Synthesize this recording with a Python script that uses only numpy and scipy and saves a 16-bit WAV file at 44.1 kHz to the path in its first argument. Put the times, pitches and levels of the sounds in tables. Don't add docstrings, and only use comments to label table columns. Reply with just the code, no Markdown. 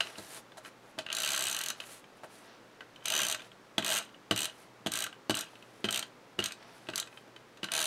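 import sys
import numpy as np
from scipy import signal
from scipy.fft import rfft, irfft, next_fast_len
from scipy.io import wavfile

SR = 44100
rng = np.random.default_rng(int(sys.argv[2]) if len(sys.argv) > 2 else 0)


def waveform_to_disk(signal):
    frames = np.transpose(np.atleast_2d(signal))
    scaled = np.clip(frames, -1, 1) * 32767
    samples = np.round(scaled).astype(np.int16)
    wavfile.write(sys.argv[1], SR, samples)


N = 346626


def gain_of(db):
    return 10 ** (np.asarray(db) / 20)


def evened(x):
    return x / np.sqrt(np.mean(x ** 2) + 1e-20)


def read(points, hz):
    f, value = np.transpose(points)
    return np.interp(np.log(hz + 1), np.log(f + 1), value)


def coloured(x, points):
    size = next_fast_len(N)
    weight = gain_of(read(points, np.fft.rfftfreq(size, 1 / SR)))
    return evened(irfft(rfft(x, size) * weight, size)[:N])


def grit(per_s, spread_db, smooth):
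    grain_db = spread_db * np.minimum(rng.exponential(1, N), 4)
    grains = gain_of(grain_db) * (rng.random(N) < per_s / SR)
    lumps = signal.oaconvolve(grains, np.exp(-np.arange(400) / 60))[:N]
    return evened((smooth + evened(lumps)) * rng.standard_normal(N))


def blows(s, db, snap_db, rise, fall):
    train, t = np.zeros(N), np.arange(2048) / SR
    np.add.at(train, np.clip((s * SR).astype(int), 0, N - 1), gain_of(db))
    shape = (1 - np.exp(-t / rise)) * np.exp(-t / fall)
    rattle = abs(signal.oaconvolve(train, shape / shape.max())[:N]) * rng.standard_normal(N)
    return rattle + gain_of(snap_db) * train


def ring(drive, modes, rise, alternate=True):
    t = np.arange(4096) / SR
    shape = 0
    for k, (hz, width, db) in enumerate(modes):
        sign = (-1) ** (k * alternate)
        decay = np.exp(-np.pi * width * t)
        shape = shape + sign * gain_of(db) * width * decay * np.sin(2 * np.pi * hz * t)
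    shape = shape * (1 - np.exp(-t / rise))
    return signal.oaconvolve(drive, shape / np.linalg.norm(shape))[:N]


def resonate(x, hz, width):
    turn = np.exp(2j * np.pi * np.cumsum(hz) / SR)
    r = np.exp(-np.pi * width / SR)
    smoothed = signal.lfilter([(1 - r) ** 2], [1, -2 * r, r * r], x / turn + 1e-18)
    return 2 * (turn * smoothed).real


# (frequency [Hz], relative density [dB per Hz])
AIR_SPECTRUM = [(12, -46), (20, -13), (81, -22.5), (107, -10), (183, -5), (216, -4.5), (379, -3), (546, -4),
                (628, -7), (722, -7.5), (879, -7.5), (1340, -9.5), (2280, -15), (5910, -24), (16200, -39)]
AIR_DB = -57
HUM_HZ, HUM_DB = 120, -72.5


def air():
    t = np.arange(N) / SR
    waver = evened(sum(np.sin(2 * np.pi * (f * t + rng.random())) / np.sqrt(f)
                       for f in np.geomspace(.5, 12, 20)))
    hum = np.sqrt(2) * np.sin(2 * np.pi * HUM_HZ * t + 0.17 * waver)
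    hum = hum * gain_of(HUM_DB + 2.1 * waver)
    return gain_of(AIR_DB) * coloured(rng.standard_normal(N), AIR_SPECTRUM) + hum


# (start [s], length [s], share of it spent swelling [0-1], hiss level [dB], scrape level [dB])
SLIDES = [(0.0, 0.22, 0.067, -56.5, -47), (0.161, 0.12, 0.25, -56.5, -54), (0.216, 0.2, 0.76, -50, -50),
          (0.571, 0.029, 0.2, -54, -55), (0.623, 0.076, 0.67, -57.5, -54.5), (.8, 0.12, 1, -70, -68),
          (1.737, 0.11, 0.44, -66, -57.5), (1.796, 0.22, 0.58, -52.5, -53), (2.144, 0.068, .5, -72, -67),
          (2.228, 0.042, .4, -59, -61), (2.277, 0.22, .25, -62, -59.5), (2.403, .22, 0.43, -83, -58),
          (3.394, 0.1, 0.63, -65, -58), (4.48, 0.2, 0.69, -65, -61), (5.444, 0.29, .25, -71, -64.5),
          (5.627, 0.25, 0.64, -71, -65), (6.527, 0.24, 0.44, -79, -57.5), (6.66, 0.3, 0.37, -68, -61),
          (7.072, 0.16, 0.72, -67, -67)]
SLIDE_BLUNT = 0.87


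def sliding():
    t, out = np.arange(N) / SR, 0
    for start, length, share, hiss_db, scrape_db in SLIDES:
        done, share = (t - start) / length, np.clip(share, .05, .95)
        swell = np.clip(np.minimum(done / share, (1 - done) / (1 - share)), 0, 1) ** SLIDE_BLUNT
        out = out + swell * gain_of([[hiss_db], [scrape_db]])
    return out


# (frequency [Hz], relative density [dB per Hz])
HISS_SPECTRUM = [(1760, -31), (3000, -14), (4050, -7), (5220, -16), (6220, -5.5), (8050, -4), (10400, -2.5),
                 (14400, -16), (16000, -21)]
SCRAPE_SPECTRUM = [(120, -49), (200, -14), (281, -7.5), (470, 2), (512, -7), (661, 3.5), (999, -1),
                   (1600, 0.5), (6000, -8), (7800, -57), (13200, -120)]


def sheet():
    hiss, scrape = sliding()
    hiss = hiss * coloured(grit(590, 4.7, 1.7), HISS_SPECTRUM)
    return hiss + scrape * coloured(grit(230, 5.6, 2.9), SCRAPE_SPECTRUM)


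# (time [s], shell body level [dB], pitch the struck spot favours [Hz],
# cavity relative to body [dB], treble relative to body [dB])
TICKS = [(0.0054, -15.5, 2740, -8, -16), (0.0704, -34, 2610, -7, -16), (0.1552, -39, 2890, -6, -18),
         (0.5192, -49, 3480, 0, -16), (0.6487, -38, 2940, -2, -16), (0.6584, -43.5, 2450, 5.5, -13),
         (1.064, -30, 2800, -6.5, -20), (1.0875, -31.5, 2620, -11, -28), (1.1017, -25, 2720, -12, -23),
         (1.117, -26, 2930, -14, -23), (1.2386, -26, 2770, -22, -16), (1.341, -27, 3200, -6.5, -16),
         (1.5712, -33, 2750, -3, -16), (1.6069, -27.5, 2610, -4.5, -24), (1.7025, -27, 3070, -5.5, -12),
         (1.8018, -27, 2570, -15, -16), (1.818, -40, 3090, -4, -20), (1.8382, -40, 2860, -6, -16),
         (2.0415, -46, 2420, -5, -18), (2.8069, -36, 2940, 0.5, -21), (2.8174, -59, 2850, -7, -16),
         (2.9599, -41, 3150, -15, -16), (3.0076, -48, 3040, -9, -21), (3.024, -45, 3100, -7, -24),
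         (3.346, -25.5, 2890, -5.5, -9.5), (3.3944, -38, 2440, -5, -16), (3.4034, -40, 3500, -10, -16),
         (3.419, -37, 3110, -13, -16), (3.4437, -46, 3170, -13, -16), (3.5165, -44.5, 3270, -8, -20),
         (3.8242, -26.5, 3150, -9.5, -16), (4.0247, -43, 2850, -9, -6), (4.0394, -52, 2660, -9, -10),
         (4.0911, -52, 2810, -7, -16), (4.144, -44.5, 2880, -7, -21), (4.4967, -37, 2920, -14, -16),
         (5.025, -31, 2840, -6, -12), (5.0646, -34, 2820, 2, -7), (5.127, -39, 2860, -7, -21),
         (5.1414, -56, 2480, -7, -16), (5.3423, -25.5, 2840, -10, -16), (5.5546, -40, 2950, -16, -25),
         (5.625, -43, 2610, -16, -16), (5.887, -21, 3130, -9, -20), (6.0264, -28, 3170, -8, -12.5),
         (6.4244, -27, 3180, -9, -22), (6.5084, -38, 2490, -2, -16), (6.5203, -34, 2400, -10, -6),
         (6.6276, -46.5, 2450, -9, -16), (6.8695, -41, 2610, -8, -19), (6.9352, -34, 2740, -2.5, -18),
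         (7.0263, -37.5, 3310, -3, -14), (7.073, -45, 2510, -2, -9), (7.1272, -49, 2510, -1, -16),
         (7.1736, -38, 3130, -5, -24), (7.3625, -38, 3080, -8.5, -19), (7.5724, -45, 2960, -9, -12),
         (7.6863, -32, 2900, -3.5, -26)]
TICK_MAT_DB, TICK_DESK_DB = -18.5, -32


def ticks():
    return [(s, db, hz, cavity_db, TICK_MAT_DB, TICK_DESK_DB, treble_db)
            for s, db, hz, cavity_db, treble_db in TICKS]


# (time [s], mat level [dB], desk relative to mat [dB], treble relative to mat [dB])
PATS = [(0.182, -45, 2.5, 3.5), (0.193, -49, 11.5, -12), (0.5708, -46, -24, -7), (0.5792, -42.5, -32, -8.5),
        (0.98, -37.5, -3.5, -20), (2.2342, -36.5, -27, -20), (2.241, -37.5, -18, -27),
        (3.829, -45, 5.5, -21), (5.348, -58, 5, -21), (5.533, -46, -25, -22), (5.8795, -42, 0, -21),
        (5.892, -45, 4, -21), (6.428, -50, 7, -21), (6.384, -44, 2.5, -21), (6.645, -50, -10, -21),
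        (6.9348, -51, 7.5, -21), (7.2772, -50, -3, -18)]
PAT_BODY_DB, PAT_CAVITY_DB, PAT_HZ = -10, -8.5, 2950


def pats():
    return [(s, db + PAT_BODY_DB, PAT_HZ, PAT_CAVITY_DB - PAT_BODY_DB, -PAT_BODY_DB,
             desk_db - PAT_BODY_DB, treble_db - PAT_BODY_DB) for s, db, desk_db, treble_db in PATS]


# (time [s], shell body level [dB], mat, desk and treble relative
# to body [dB], bounce delay [s], bounce body level [dB], pitch the struck spot favours [Hz])
LANDINGS = [(0.9872, -25.5, -9, -38, -9.5, .011, -42, 3070),
            (3.7808, -17, -6, -12.5, -13.5, 0.01, -37, 3370),
            (4.3101, -15, -12.5, -8, -14.5, .0094, -33, 2915),
            (4.862, -26.5, -0.5, 0, -9, .0072, -23, 3390), (5.296, -21, -1, -0.8, -8.5, .0098, -19.5, 2940),
            (5.8426, -19.5, -33, -7, -17.5, .0085, -30, 3120),
            (6.3897, -21.5, -14, -5, -15.5, .011, -29.5, 2870),
            (6.8873, -27.5, -7, -10.5, -19.5, .0117, -39, 2590),
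            (7.631, -25.5, -17, -11.5, -18, .0108, -26, 2920)]
LAND_CAVITY_DB, BOUNCE_CAVITY_DB, BOUNCE_TREBLE_DB = -9, -8.5, -10.5
BOUNCE_MAT_DB, BOUNCE_DESK_DB = -19, -17


def landings():
    rows = []
    for s, db, mat_db, desk_db, treble_db, delay, bounce_db, hz in LANDINGS:
        drop_db = db - bounce_db
        rows.append((s, db, hz, LAND_CAVITY_DB, mat_db, desk_db, treble_db))
        rows.append((s + delay, bounce_db, hz, BOUNCE_CAVITY_DB, drop_db + mat_db + BOUNCE_MAT_DB,
                     drop_db + desk_db + BOUNCE_DESK_DB, BOUNCE_TREBLE_DB))
    return rows


SPOT_DB, SPOT_WIDTH_HZ = 21.5, 210


def knocks():
    at, db, spot_hz, cavity_db, mat_db, desk_db, treble_db = np.transpose(
        sorted(ticks() + landings() + pats()))
    struck = blows(at, db - 14.5, 26.4, 0.00072, 0.0019)
    latest = np.maximum(np.searchsorted(at, np.arange(N) / SR) - 1, 0)
    spot = gain_of(SPOT_DB) * resonate(struck, spot_hz[latest], SPOT_WIDTH_HZ)
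    edge = blows(at, db + treble_db - 2.0, 15.3, 0.00038, 0.0042)
    drives = {
        "body": gain_of(-0.5) * struck,
        "lid": blows(at, db + treble_db - 4.5, 11.0, 0.00039, 0.0043),
        "treble": signal.lfilter([.6], [1, -.45], edge),
        "cavity": blows(at, db + cavity_db - 9.5, 25.0, 0.00065, 0.0084),
        "mat": blows(at, db + mat_db - 12, 28.8, 0.002, 0.0063),
        "desk": blows(at, db + desk_db - 5.5, 26.4, 0.001, 0.0073),
    }
    return drives, spot


SHUDDER_DB, SHUDDER_DESK_DB = -23.5, -20.5
SHUDDER_DB_PER_S = 358


def shudder():
    t, shell, desk = np.arange(N) / SR, 0, 0
    for s, db, _, desk_db, *_ in LANDINGS:
        fade = (t > s) * gain_of(db - SHUDDER_DB_PER_S * abs(t - s))
        shell = shell + gain_of(SHUDDER_DB) * fade
        desk = desk + gain_of(desk_db + SHUDDER_DESK_DB) * fade
    return shell, desk


# (time [s], ratchet teeth passed [count])
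TRAVEL = [
    [(1.1272, 0), (1.1496, 1), (1.2199, 5), (1.2606, 8), (1.3765, 16), (1.4388, 20), (1.5272, 26),
     (1.565, 28), (1.6846, 33), (1.7018, 34)],
    [(3.0561, 0), (3.0817, 1), (3.1215, 3), (3.138, 4), (3.2026, 9), (3.2324, 11), (3.2843, 14),
     (3.3127, 16), (3.3243, 17)],
    [(3.8462, 0), (3.8792, 2), (3.9135, 5), (3.9396, 8), (3.9594, 10), (3.9853, 13)],
    [(4.3614, 0), (4.4047, 3), (4.4439, 6), (4.4545, 7)],
    [(4.9185, 0), (4.973, 3), (5.0044, 5), (5.04, 7)],
    [(5.3511, 0), (5.4087, 3)],
    [(5.9078, 0), (5.944, 2), (5.9747, 4), (5.9922, 5)],
    [(6.4401, 0), (6.4586, 1)],
    [(6.9577, 0), (6.9993, 2)],
    [(7.7183, 0), (7.7367, 1), (7.751, 2), (7.7903, 5), (7.8267, 8), (7.8548, 10)],
]
# (pawl click level [dB], shell body relative to click [dB], grinding level [dB],
# mat and desk relative to grinding [dB], change of body and grinding from start to end [dB])
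STROKES = [(-25.5, 2, -45, -8, -18, -4), (-25, 4, -44.5, -5, -14.5, -1.5), (-25, 3, -44, -5, -16, -1.5),
           (-26.5, 1.5, -50, -6.5, -13, 0.5), (-26, -0.5, -47, -11, -16.5, 1.5),
           (-26, -10, -48, -7.5, -17, 2), (-25, -1.5, -51, -4.3, -11, 4.5), (-25, -0.5, -44.5, -16, -28, 0),
           (-24, -1.5, -48.5, -8.5, -16, 0), (-25.5, 4, -45.5, -2, -15.5, -1.5)]
USUAL_TEETH_PER_S = 60


def teeth():
    rows = []
    for travel, stroke in zip(TRAVEL, STROKES):
        at, passed = np.transpose(travel)
        s = np.interp(np.arange(passed[-1] + 1), passed, at)
        speed = np.log2(1 / np.gradient(s) / USUAL_TEETH_PER_S)
        rows.append((s, speed, (s - s[0]) / (s[-1] - s[0]), stroke))
    return rows


CLICK_SPREAD_DB, BODY_SPREAD_DB = 0.44, 4


def pawl():
    rows = []
    for s, _, done, (click_db, body_db, *_, change_db) in teeth():
        rows.append(np.transpose([s, click_db + 0 * s, body_db + change_db * done]))
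    s, click_db, body_db = np.concatenate(rows).T
    chance = rng.standard_normal((len(s), 2))
    click_db = click_db + CLICK_SPREAD_DB * chance[:, 0]
    body_db = click_db + body_db - BODY_SPREAD_DB * chance[:, 1] ** 2
    rebound = s + .0016 + 0.00045 * rng.standard_normal(len(s))
    treble = blows(s + .0004, click_db - 9.5, 20.75, 0.00006, 0.0035)
    return {
        "body": blows(s, body_db - 12, 20.1, 0.00055, 0.004),
        "lid": blows(s, click_db - 14, 21.1, 0.00019, 0.0022),
        "treble": treble + blows(rebound, click_db - 17.5, 20.5, 0.00036, 0.0011),
        "cavity": blows(s, body_db - 23, 22, 0.00049, 0.0049),
    }


GRIND_DB_PER_DOUBLED_SPEED, GRIND_ARCH_DB = 3.5, 5.0
START_DB_PER_S, STOP_DB_PER_S = 1100, 247


def grinding():
    t, out = np.arange(N) / SR, 0
    for s, speed, done, (_, _, grind_db, mat_db, desk_db, change_db) in teeth():
        db = grind_db + change_db * done + GRIND_DB_PER_DOUBLED_SPEED * speed
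        db = db + GRIND_ARCH_DB * np.sin(np.pi * done)
        db = np.interp(t, s, db)
        db = db - START_DB_PER_S * np.maximum(s[0] - t, 0) - STOP_DB_PER_S * np.maximum(t - s[-1], 0)
        out = out + gain_of(db) * gain_of([[0], [mat_db], [desk_db]])
    return out


GRIND_CAVITY_DB, GRIND_TREBLE_DB = -2, -10.5


def friction():
    roll, roll_mat, roll_desk = grinding()
    scuff, scuff_desk = shudder()
    grind = roll + scuff
    return {
        "body": grind * grit(400, 2.34, 0.24),
        "lid": gain_of(-10.0) * grind * grit(750, 5.7, 0.43),
        "cavity": gain_of(GRIND_CAVITY_DB) * grind * grit(170, 3.0, 1.0),
        "mat": (roll_mat + scuff) * grit(150, 10.0, 2.0),
        "desk": (roll_desk + scuff_desk) * rng.standard_normal(N),
        "treble": gain_of(GRIND_TREBLE_DB) * grind * grit(330, 6.9, 0.42),
    }


# (frequency [Hz], width [Hz], relative strength [dB])
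BODY_MODES = [(2596, 310, 3), (2686, 230, 5), (2910, 290, 3.5), (3120, 350, 5), (3340, 1090, -1)]
LID_MODES = [(3840, 390, -2), (4020, 194, 4), (4490, 1300, -0.5)]
CAVITY_MODES = [(1207, 200, -2), (1396, 28, 1), (1540, 54, 3.5), (1920, 360, -4)]
MAT_MODES = [(465, 42, -10), (616, 51, 2), (860, 410, -4)]
DESK_MODES = [(114, 12.6, -5), (172, 13, -13), (227, 44, -4.5), (306.6, 46, 1), (360, 75, -7.5)]
TREBLE_MODES = [(6180, 810, 2), (6650, 230, 0.5), (7010, 240, 1.5), (7790, 320, -3), (8395, 520, 0),
                (9180, 500, -5), (9950, 960, -3), (11540, 680, -9), (12800, 750, -11), (14250, 1100, -14.5),
                (15600, 900, -18)]
# (time [s], lid facing the microphone [dB],
# lower and upper shifting bright resonance [Hz, Hz], side wall left free to ring [dB])
GRIP = [(1.1, 3.8, 7640, 11300, -4), (1.35, 4, 7800, 12000, 12), (1.53, 0.6, 8340, 12800, 6),
        (1.7, 3.3, 8640, 11700, 3), (3.2, 2.5, 8400, 12100, 14), (3.9, 0.7, 8350, 12200, 2),
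        (4.4, 3.5, 8330, 12440, -1), (5.0, 1, 8400, 12200, -3), (5.4, 2, 8350, 12500, -6),
        (5.95, 3.5, 8360, 12500, -1), (6.45, 3, 8420, 12800, 0), (7.0, 5.5, 7780, 11600, -6),
        (7.8, 4.5, 9500, 12600, 4)]
WALL_HZ, WALL_WIDTH_HZ = 6180, 780


def runner():
    knock, spot = knocks()
    click, rub = pawl(), friction()
    drive = {part: knock[part] + click.get(part, 0) + rub[part] for part in knock}
    t = np.arange(N) / SR
    grip_s, *curves = np.transpose(GRIP)
    lid_db, low_hz, high_hz, wall_db = [np.interp(t, grip_s, curve) for curve in curves]
    treble = drive["treble"]
    bright = ring(treble, TREBLE_MODES, 0.0002)
    bright += gain_of(9) * resonate(treble, low_hz, 440)
    bright += gain_of(0.5) * resonate(treble, high_hz, 800)
    bright += gain_of(wall_db) * resonate(treble, WALL_HZ + 0 * t, WALL_WIDTH_HZ)
    shell = spot + ring(drive["body"], BODY_MODES, 0.00029)
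    shell += ring(drive["lid"] * gain_of(lid_db), LID_MODES, 0.00031)
    cavity = ring(drive["cavity"], CAVITY_MODES, 0.00046)
    mat = ring(drive["mat"], MAT_MODES, 0.00047)
    desk = ring(drive["desk"], DESK_MODES, 0.0011, alternate=False)
    return bright + shell + cavity + mat + desk


# (frequency [Hz], time to fall by 60 dB [s])
ROOM_DECAY = [(100, 0.35), (500, 0.16), (2000, 0.14), (6000, 0.18), (15000, 0.076)]
ROOM_DB = -10


def room(x):
    taps = np.zeros(SR // 2)
    at = np.arange(120, len(taps) - 20, 20)
    taps[at + rng.integers(0, 20, len(at))] = rng.choice([-1., 1.], len(at))
    hz, t, z = signal.stft(taps, SR, nperseg=256)
    decay = gain_of(-60 * t / read(ROOM_DECAY, hz)[:, None])
    tail = signal.istft(z * decay, SR, nperseg=256)[1]
    return signal.fftconvolve(x, tail / np.linalg.norm(tail))[:N]


def scene():
    near = runner() + sheet()
    near = signal.sosfilt(signal.butter(4, 95, "high", fs=SR, output="sos"), near)
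    return (near + gain_of(ROOM_DB) * room(near) + air())[None]


EDGE_HZ = 15800


def record(dry):
    band = signal.firwin(511, EDGE_HZ, window=("kaiser", 9), fs=SR)
    return signal.oaconvolve(dry, band[None], "same")


dry = scene()
out = record(dry)
waveform_to_disk(out)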